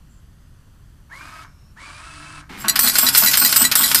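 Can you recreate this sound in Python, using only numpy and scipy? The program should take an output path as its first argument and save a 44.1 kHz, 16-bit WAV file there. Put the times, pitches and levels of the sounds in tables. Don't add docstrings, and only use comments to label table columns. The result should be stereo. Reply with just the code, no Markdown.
import sys
import numpy as np
from scipy import signal
from scipy.fft import rfft, irfft
from scipy.io import wavfile
from scipy.ndimage import uniform_filter1d

SR = 44100
rng = np.random.default_rng(int(sys.argv[2]) if len(sys.argv) > 2 else 0)


def master_out(mix):
    frames = np.transpose(np.atleast_2d(mix))
    ceiling = np.clip(frames, -1, 1)
    pcm = np.round(ceiling * 32767).astype(np.int16)
    wavfile.write(sys.argv[1], SR, pcm)


N = 176400
T = np.arange(N) / SR

# start_s, level_db, rise_s, slide_s, sliding_ring_db
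CHUTE_HITS = [(2.7917, -7.5, 0.00017, 0.097, -18.5), (2.983, -5, 0.0033, 0.098, -18),
              (3.171, -0.5, 0.0092, 0.15, -20.5), (3.372, -8, 0.0011, 0.11, -14.5),
              (3.558, 0.5, 0.011, 0.081, -11.5), (3.7536, -5.5, 0.00057, 0.13, -18),
              (3.9458, -6, 0.00061, .1, -26)]
# start_s, level_db
WALL_KNOCKS = [(2.864, -17.5), (3.0876, -7.5), (3.224, -18), (3.236, -14.5), (3.249, -23), (3.492, -21),
               (3.604, -21), (3.619, -16), (3.957, -12.5)]
# start_s, level_db
EJECTOR_CLACKS = [(2.757, -15.5), (2.7601, -11.5), (2.7689, -18.5), (2.955, -11.5), (2.964, -20),
                  (3.149, -11.5), (3.157, -12), (3.334, -14.5), (3.34, -11), (3.352, -14), (3.526, -10),
                  (3.715, -12), (3.721, -11.5), (3.915, -11)]
# start_s, level_db
LANDINGS = [(2.683, -14.5), (2.6959, -15.5), (2.874, -16), (2.882, -17.5), (2.897, -18), (3.066, -17.5),
            (3.074, -20), (3.093, -23.5), (3.261, -15.5), (3.273, -17.5), (3.283, -17), (3.298, -28.5),
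            (3.449, -17), (3.46, -18), (3.642, -20), (3.65, -14.5), (3.837, -17), (3.845, -19.5),
            (3.86, -22)]
# start_s, stop_s, level_db
SHUFFLES = [(2.57, 2.623, -39), (2.916, 2.983, -21), (3.119, 3.18, -15), (3.295, 3.42, -23.5),
            (3.46, 3.566, -22), (3.864, 3.903, -20.5)]
DISC_THUDS = [2.642, 2.838, 3.027, 3.22, 3.413, 3.605, 3.797]
# start_s, stop_s, mesh_hz, spin_up_s, sag_share, gear_db, hiss_db, wobble_share, hiss_top_hz
MOTOR_RUNS = [(1.095, 1.437, 1279, .055, .01, -44, -51, 0.0061, 13800),
              (1.762, 2.407, 1311, .034, .11, -44, -48, 0.023, 10000)]
# start_s, stop_s, pitch_hz, level_db
WHISTLES = [(.06, .19, 7360, -67), (1.43, 1.72, 5430, -68), (1.3, 1.43, 4950, -60), (1.95, 2.38, 8050, -60),
            (1.87, 2.4, 9450, -59)]
# mesh_multiple, level_db
WHINE_PARTIALS = [(.5, -20.5), (1, -5.5), (2, -7.5), (4, -20.5)]
# pitch_hz, level_db
STACK_HUM = [(151, -50.5), (304, -52.5)]
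# pitch_hz, bandwidth_hz, level_db
CABINET_MODES = [(659, 10.2, 1), (808, 19.4, -3), (929, 5.9, 7), (1097, 12, 4), (1164, 140, -3),
                 (1470, 97, 0.5), (1683, 65, -3), (1880, 7.7, -7), (2510, 420, -10)]
# pitch_hz, level_db
COIN_MODES = [(7600, -9), (7720, -11), (8290, -6.5), (8410, -13.5), (13820, -3), (13960, 0)]
STEEL_MODES = [(1465, -8.5), (4328, -6), (5060, -5)]
TRAY_MODES = [(1940, -2.5), (3960, 2), (4080, 0), (4330, -6.5), (4748, -5.5), (5750, -5), (6975, -1),
              (8025, 1.5), (10565, -3), (11650, -5), (12780, 3)]
PANEL_MODES = [(215, -1.5), (251, -1), (339, -9)]
# frequency_hz, level_db
CHUTE_SPECTRUM = [(200, -11), (700, -12), (1400, 3.5), (3000, -5.5), (5000, 4.5), (6500, -4), (11000, 6),
                  (14300, -2)]
SLIDE_SPECTRUM = [(1200, -1.5), (3200, 4), (4300, 4.5), (5100, 11), (6300, 1.5), (10000, 8), (14300, 5.5)]
EJECTOR_SPECTRUM = [(500, -22), (1400, 3.5), (3200, 1.5), (4300, 3), (6000, -2), (9000, -6.5), (14300, 2.5)]
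TRAY_SPECTRUM = [(200, -24), (800, -14), (1800, -3), (3000, -6.5), (4200, -3.5), (9500, -6.5), (14300, -6)]
HOPPER_SPECTRUM = [(100, -6), (250, 1), (540, -18), (950, -8.5), (2000, -8), (4200, -19.5), (14300, -35.5)]
GEAR_SPECTRUM = [(310, -6), (480, -26), (700, -5), (790, -15.5), (950, -1), (1250, -2), (1600, 0),
                 (2050, -11), (2290, -2), (2450, -21.5), (6500, -21), (14000, -61)]
ROLLER_SPECTRUM = [(2700, 3), (3400, 1), (4800, 0), (6000, -6), (8200, -3), (14000, -12)]
ROOM_SPECTRUM = [(22, -5), (67, -7), (135, -11.5), (220, -21), (420, -32), (1100, -33), (2500, -40.5),
                 (7500, -44.5), (14300, -47.5)]
# frequency_hz, gain_db
SIDE_SPECTRUM = [(2800, -52), (4500, -22), (6500, -16), (8200, -6), (10000, -14), (13500, -19)]

COIN_T60_S, STEEL_T60_S = 0.08, 0.044
FEED_RISE_S, FEED_COAST_S = 0.062, 0.041
GRIP_DELAY_S, GRIP_WIDTH_S = 0.14, 0.11
THUD_DB, THUD_RISE_S, GRIND_DB, BOOM_DB = -25.5, 0.0046, -35, -20


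def chute():
    out, t = np.zeros(N), np.arange(SR // 3) / SR
    for start, db, rise, slide_s, ring_db in CHUTE_HITS:
        size = 1 + 0.0017 * rng.standard_normal()
        coin = ring([(hz / size, level) for hz, level in COIN_MODES], COIN_T60_S)
        strike = crash(CHUTE_SPECTRUM, t60=0.063) + amp(-5) * coin
        add(out, start, amp(db) * strike * np.minimum(t[:len(coin)] / rise, 1))
        scrapes = grit(len(t), per_s=1600, spread_db=1)
        bodies = crash(SLIDE_SPECTRUM, t60=0.011), ring(STEEL_MODES, STEEL_T60_S), coin
        rattle, steel, singing = (unit(signal.fftconvolve(scrapes, body)[:len(t)]) for body in bodies)
        add(out, start, (amp(-19.5) * rattle + amp(-29) * steel) * gate(t, 0, slide_s, 0.0026, 0.036))
        add(out, start, amp(ring_db) * singing * gate(t, 0, 0.71 * slide_s, 0.0059, 0.025))
    return out


def wall_knocks():
    out = np.zeros(N)
    for start, db in WALL_KNOCKS:
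        knock = crash(SLIDE_SPECTRUM, STEEL_T60_S) + amp(3.5) * ring(STEEL_MODES, STEEL_T60_S)
        add(out, start, amp(db) * knock)
    return out


def ejector():
    out = np.zeros(N)
    for start, db in EJECTOR_CLACKS:
        clack = crash(EJECTOR_SPECTRUM, t60=0.083) + amp(3) * ring(STEEL_MODES, STEEL_T60_S)
        add(out, start, amp(db) * clack)
    return out


def tray():
    out = np.zeros(N)
    for start, db in LANDINGS:
        clink = crash(TRAY_SPECTRUM, t60=0.047) + amp(-1) * ring(TRAY_MODES, t60=0.075, detune=0.0041)
        add(out, start, amp(db) * clink)
    return out


def loose_coins():
    rubs = grit(N, per_s=3000, spread_db=1.8)
    hiss = unit(colour(rubs, SLIDE_SPECTRUM))
    ringing = unit(signal.fftconvolve(rubs, ring(COIN_MODES, COIN_T60_S))[:N])
    envelope = sum(amp(db) * gate(T, start, stop, 0.033, 0.043) for start, stop, db in SHUFFLES)
    return (hiss + amp(-5) * ringing) * envelope


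def hopper(on_s=2.49):
    stirring = amp(-37) * unit(colour(grit(N, per_s=6000, spread_db=0.53), HOPPER_SPECTRUM))
    motor = hum(hz=140, db=-48) * gate(T, on_s, T[-1], 0.6, 1)
    out = (stirring + motor) * gate(T, on_s, T[-1], 0.0073, 1)
    load = amp(GRIND_DB) * gate(T, DISC_THUDS[0], T[-1], THUD_RISE_S, 1)
    for start in DISC_THUDS:
        load += amp(THUD_DB) * gate(T, start, start + 0.01, THUD_RISE_S, 0.014)
        boom = ring(PANEL_MODES, t60=0.16, detune=0.016)
        add(out, start, amp(BOOM_DB) * boom * np.minimum(T[:len(boom)] / 0.028, 1))
    return out + load * unit(cabinet(grit(N, per_s=2500, spread_db=4.2)))


def cabinet(force):
    return sum((-1) ** k * amp(db) * signal.lfilter(*signal.iirpeak(hz, hz / width, SR), force)
               for k, (hz, width, db) in enumerate(CABINET_MODES))


def bill_motor():
    out = np.zeros(N)
    for start, stop, mesh_hz, spin_up, sag, gear_db, hiss_db, wobble, top_hz in MOTOR_RUNS:
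        age = np.maximum(T - start, 0)
        strain = np.exp(-(age / 0.081) ** 2)
        grip = np.exp(-((age - GRIP_DELAY_S) / GRIP_WIDTH_S) ** 2)
        hz = mesh_hz * (1 - 0.51 * np.exp(-age / spin_up)) * (1 - sag * grip)
        hz *= 1 + wobble * (0.5 + 3 * strain) * waver(200)
        phase = 2 * np.pi * np.cumsum(hz) / SR
        teeth = 1 + 0.5 * np.cos(phase)
        whine = np.zeros(N)
        for multiple, db in WHINE_PARTIALS:
            gain = amp(db + (multiple == 2) * 17 * strain) * (1 + 0.5 * waver(300))
            whine += gain * np.sqrt(2) * np.sin(multiple * phase)
        lurch = amp(28 * np.exp(-age / 0.0083))
        chatter = lurch * unit(colour(grit(N, per_s=4000, spread_db=0.72) * teeth, GEAR_SPECTRUM))
        rubbing = colour(grit(N, per_s=7000, spread_db=0.87) * teeth, ROLLER_SPECTRUM)
        hiss = unit(signal.sosfilt(signal.butter(8, top_hz, fs=SR, output="sos"), rubbing))
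        out += amp(gear_db) * whine * gate(T, start, stop - 0.03, FEED_RISE_S, 0.016)
        out += amp(gear_db) * chatter * gate(T, start, stop, FEED_RISE_S, FEED_COAST_S)
        out += amp(hiss_db) * hiss * gate(T, start, stop, FEED_RISE_S, 0.0073)
    return out


def stacker(start_s=2.063):
    stop_s = MOTOR_RUNS[1][1]
    return sum(hum(hz, db) for hz, db in STACK_HUM) * gate(T, start_s, stop_s, 0.14, FEED_COAST_S)


def hum(hz, db):
    phase = 2 * np.pi * np.cumsum(hz * (1 + 0.032 * waver(600))) / SR
    return amp(db) * np.sqrt(2) * np.sin(phase)


def whistles():
    out = np.zeros(N)
    for start, stop, hz, db in WHISTLES:
        peak = signal.iirpeak(hz, Q=16, fs=SR)
        band = unit(signal.lfilter(*peak, signal.lfilter(*peak, rng.standard_normal(N))))
        out += amp(db) * band * gate(T, start, stop, 0.049, 0.0081)
    return out


def reverberation(x, t60=0.1):
    t = np.arange(SR // 2) / SR
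    tail = grit(len(t), per_s=3000, spread_db=0.44) * amp(-60 * t / t60) * (t > 0.003)
    return signal.fftconvolve(x, tail / np.linalg.norm(tail))[:N]


def background():
    noise = colour(rng.standard_normal(N), ROOM_SPECTRUM)
    delay_s = 0.00072 * (1 + 0.067 * waver(SR // 2))
    return amp(-46.5) * unit(noise + 0.33 * np.interp(T - delay_s, T, noise))


def ring(modes, t60, detune=0.0021):
    t = np.arange(SR // 4) / SR
    tones = np.zeros(len(t))
    for hz, db in modes:
        gain = amp(db + 5 * rng.uniform(-1.22, 1))
        pitch_hz = hz * (1 + detune * rng.standard_normal())
        tones += gain * np.sin(2 * np.pi * (pitch_hz * t + rng.random()))
    return tones * amp(-60 * t / t60)


def crash(spectrum, t60):
    t = np.arange(SR // 4) / SR
    envelope = amp(-5.5) * np.exp(-t / 0.0037) + 0.93 * amp(-60 * t / t60)
    return unit(colour(rng.standard_normal(len(t)), spectrum)) * envelope


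def grit(size, per_s, spread_db):
    strengths = rng.standard_normal(size) * amp(spread_db * np.minimum(rng.exponential(1, size), 3))
    return unit(strengths * (rng.random(size) < per_s / SR))


def colour(x, spectrum):
    hz, db = np.transpose(spectrum)
    f = np.fft.rfftfreq(len(x), 1 / SR) + 1
    gain = amp(np.interp(np.log(f), np.log(hz), db)) * np.minimum(f / hz[0], 1) ** 2
    return irfft(rfft(x) * gain, len(x))


def gate(t, start, stop, rise, fall):
    return np.clip((t - start) / rise, 0, 1) * np.exp(-np.maximum(t - stop, 0) / fall)


def waver(samples):
    return unit(uniform_filter1d(uniform_filter1d(rng.standard_normal(N), samples), samples))


def amp(db):
    return 10 ** (np.asarray(db) / 20)


def unit(x):
    return x / np.sqrt(np.mean(x ** 2) + 1e-20)


def add(mix, start_s, sound):
    part = mix[round(start_s * SR):][:len(sound)]
    part += sound[:len(part)]


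def scene():
    coins = chute() + wall_knocks() + ejector() + tray() + loose_coins()
    direct = coins + hopper() + bill_motor() + stacker() + whistles()
    mid = direct + amp(-8.5) * reverberation(direct) + background()
    quadrature = signal.hilbert(coins).imag
    side = colour(0.35 * quadrature + 0.7 * reverberation(coins), SIDE_SPECTRUM)
    return np.array([mid + side, mid - side])


def record(dry):
    limited = dry / (1 + dry.mean(0) ** 8) ** (1 / 8)
    low_pass = signal.firwin(601, cutoff=14300, window=("kaiser", 7), fs=SR)
    return signal.oaconvolve(limited, low_pass[None], "same")


dry = scene()
out = record(dry)
master_out(out)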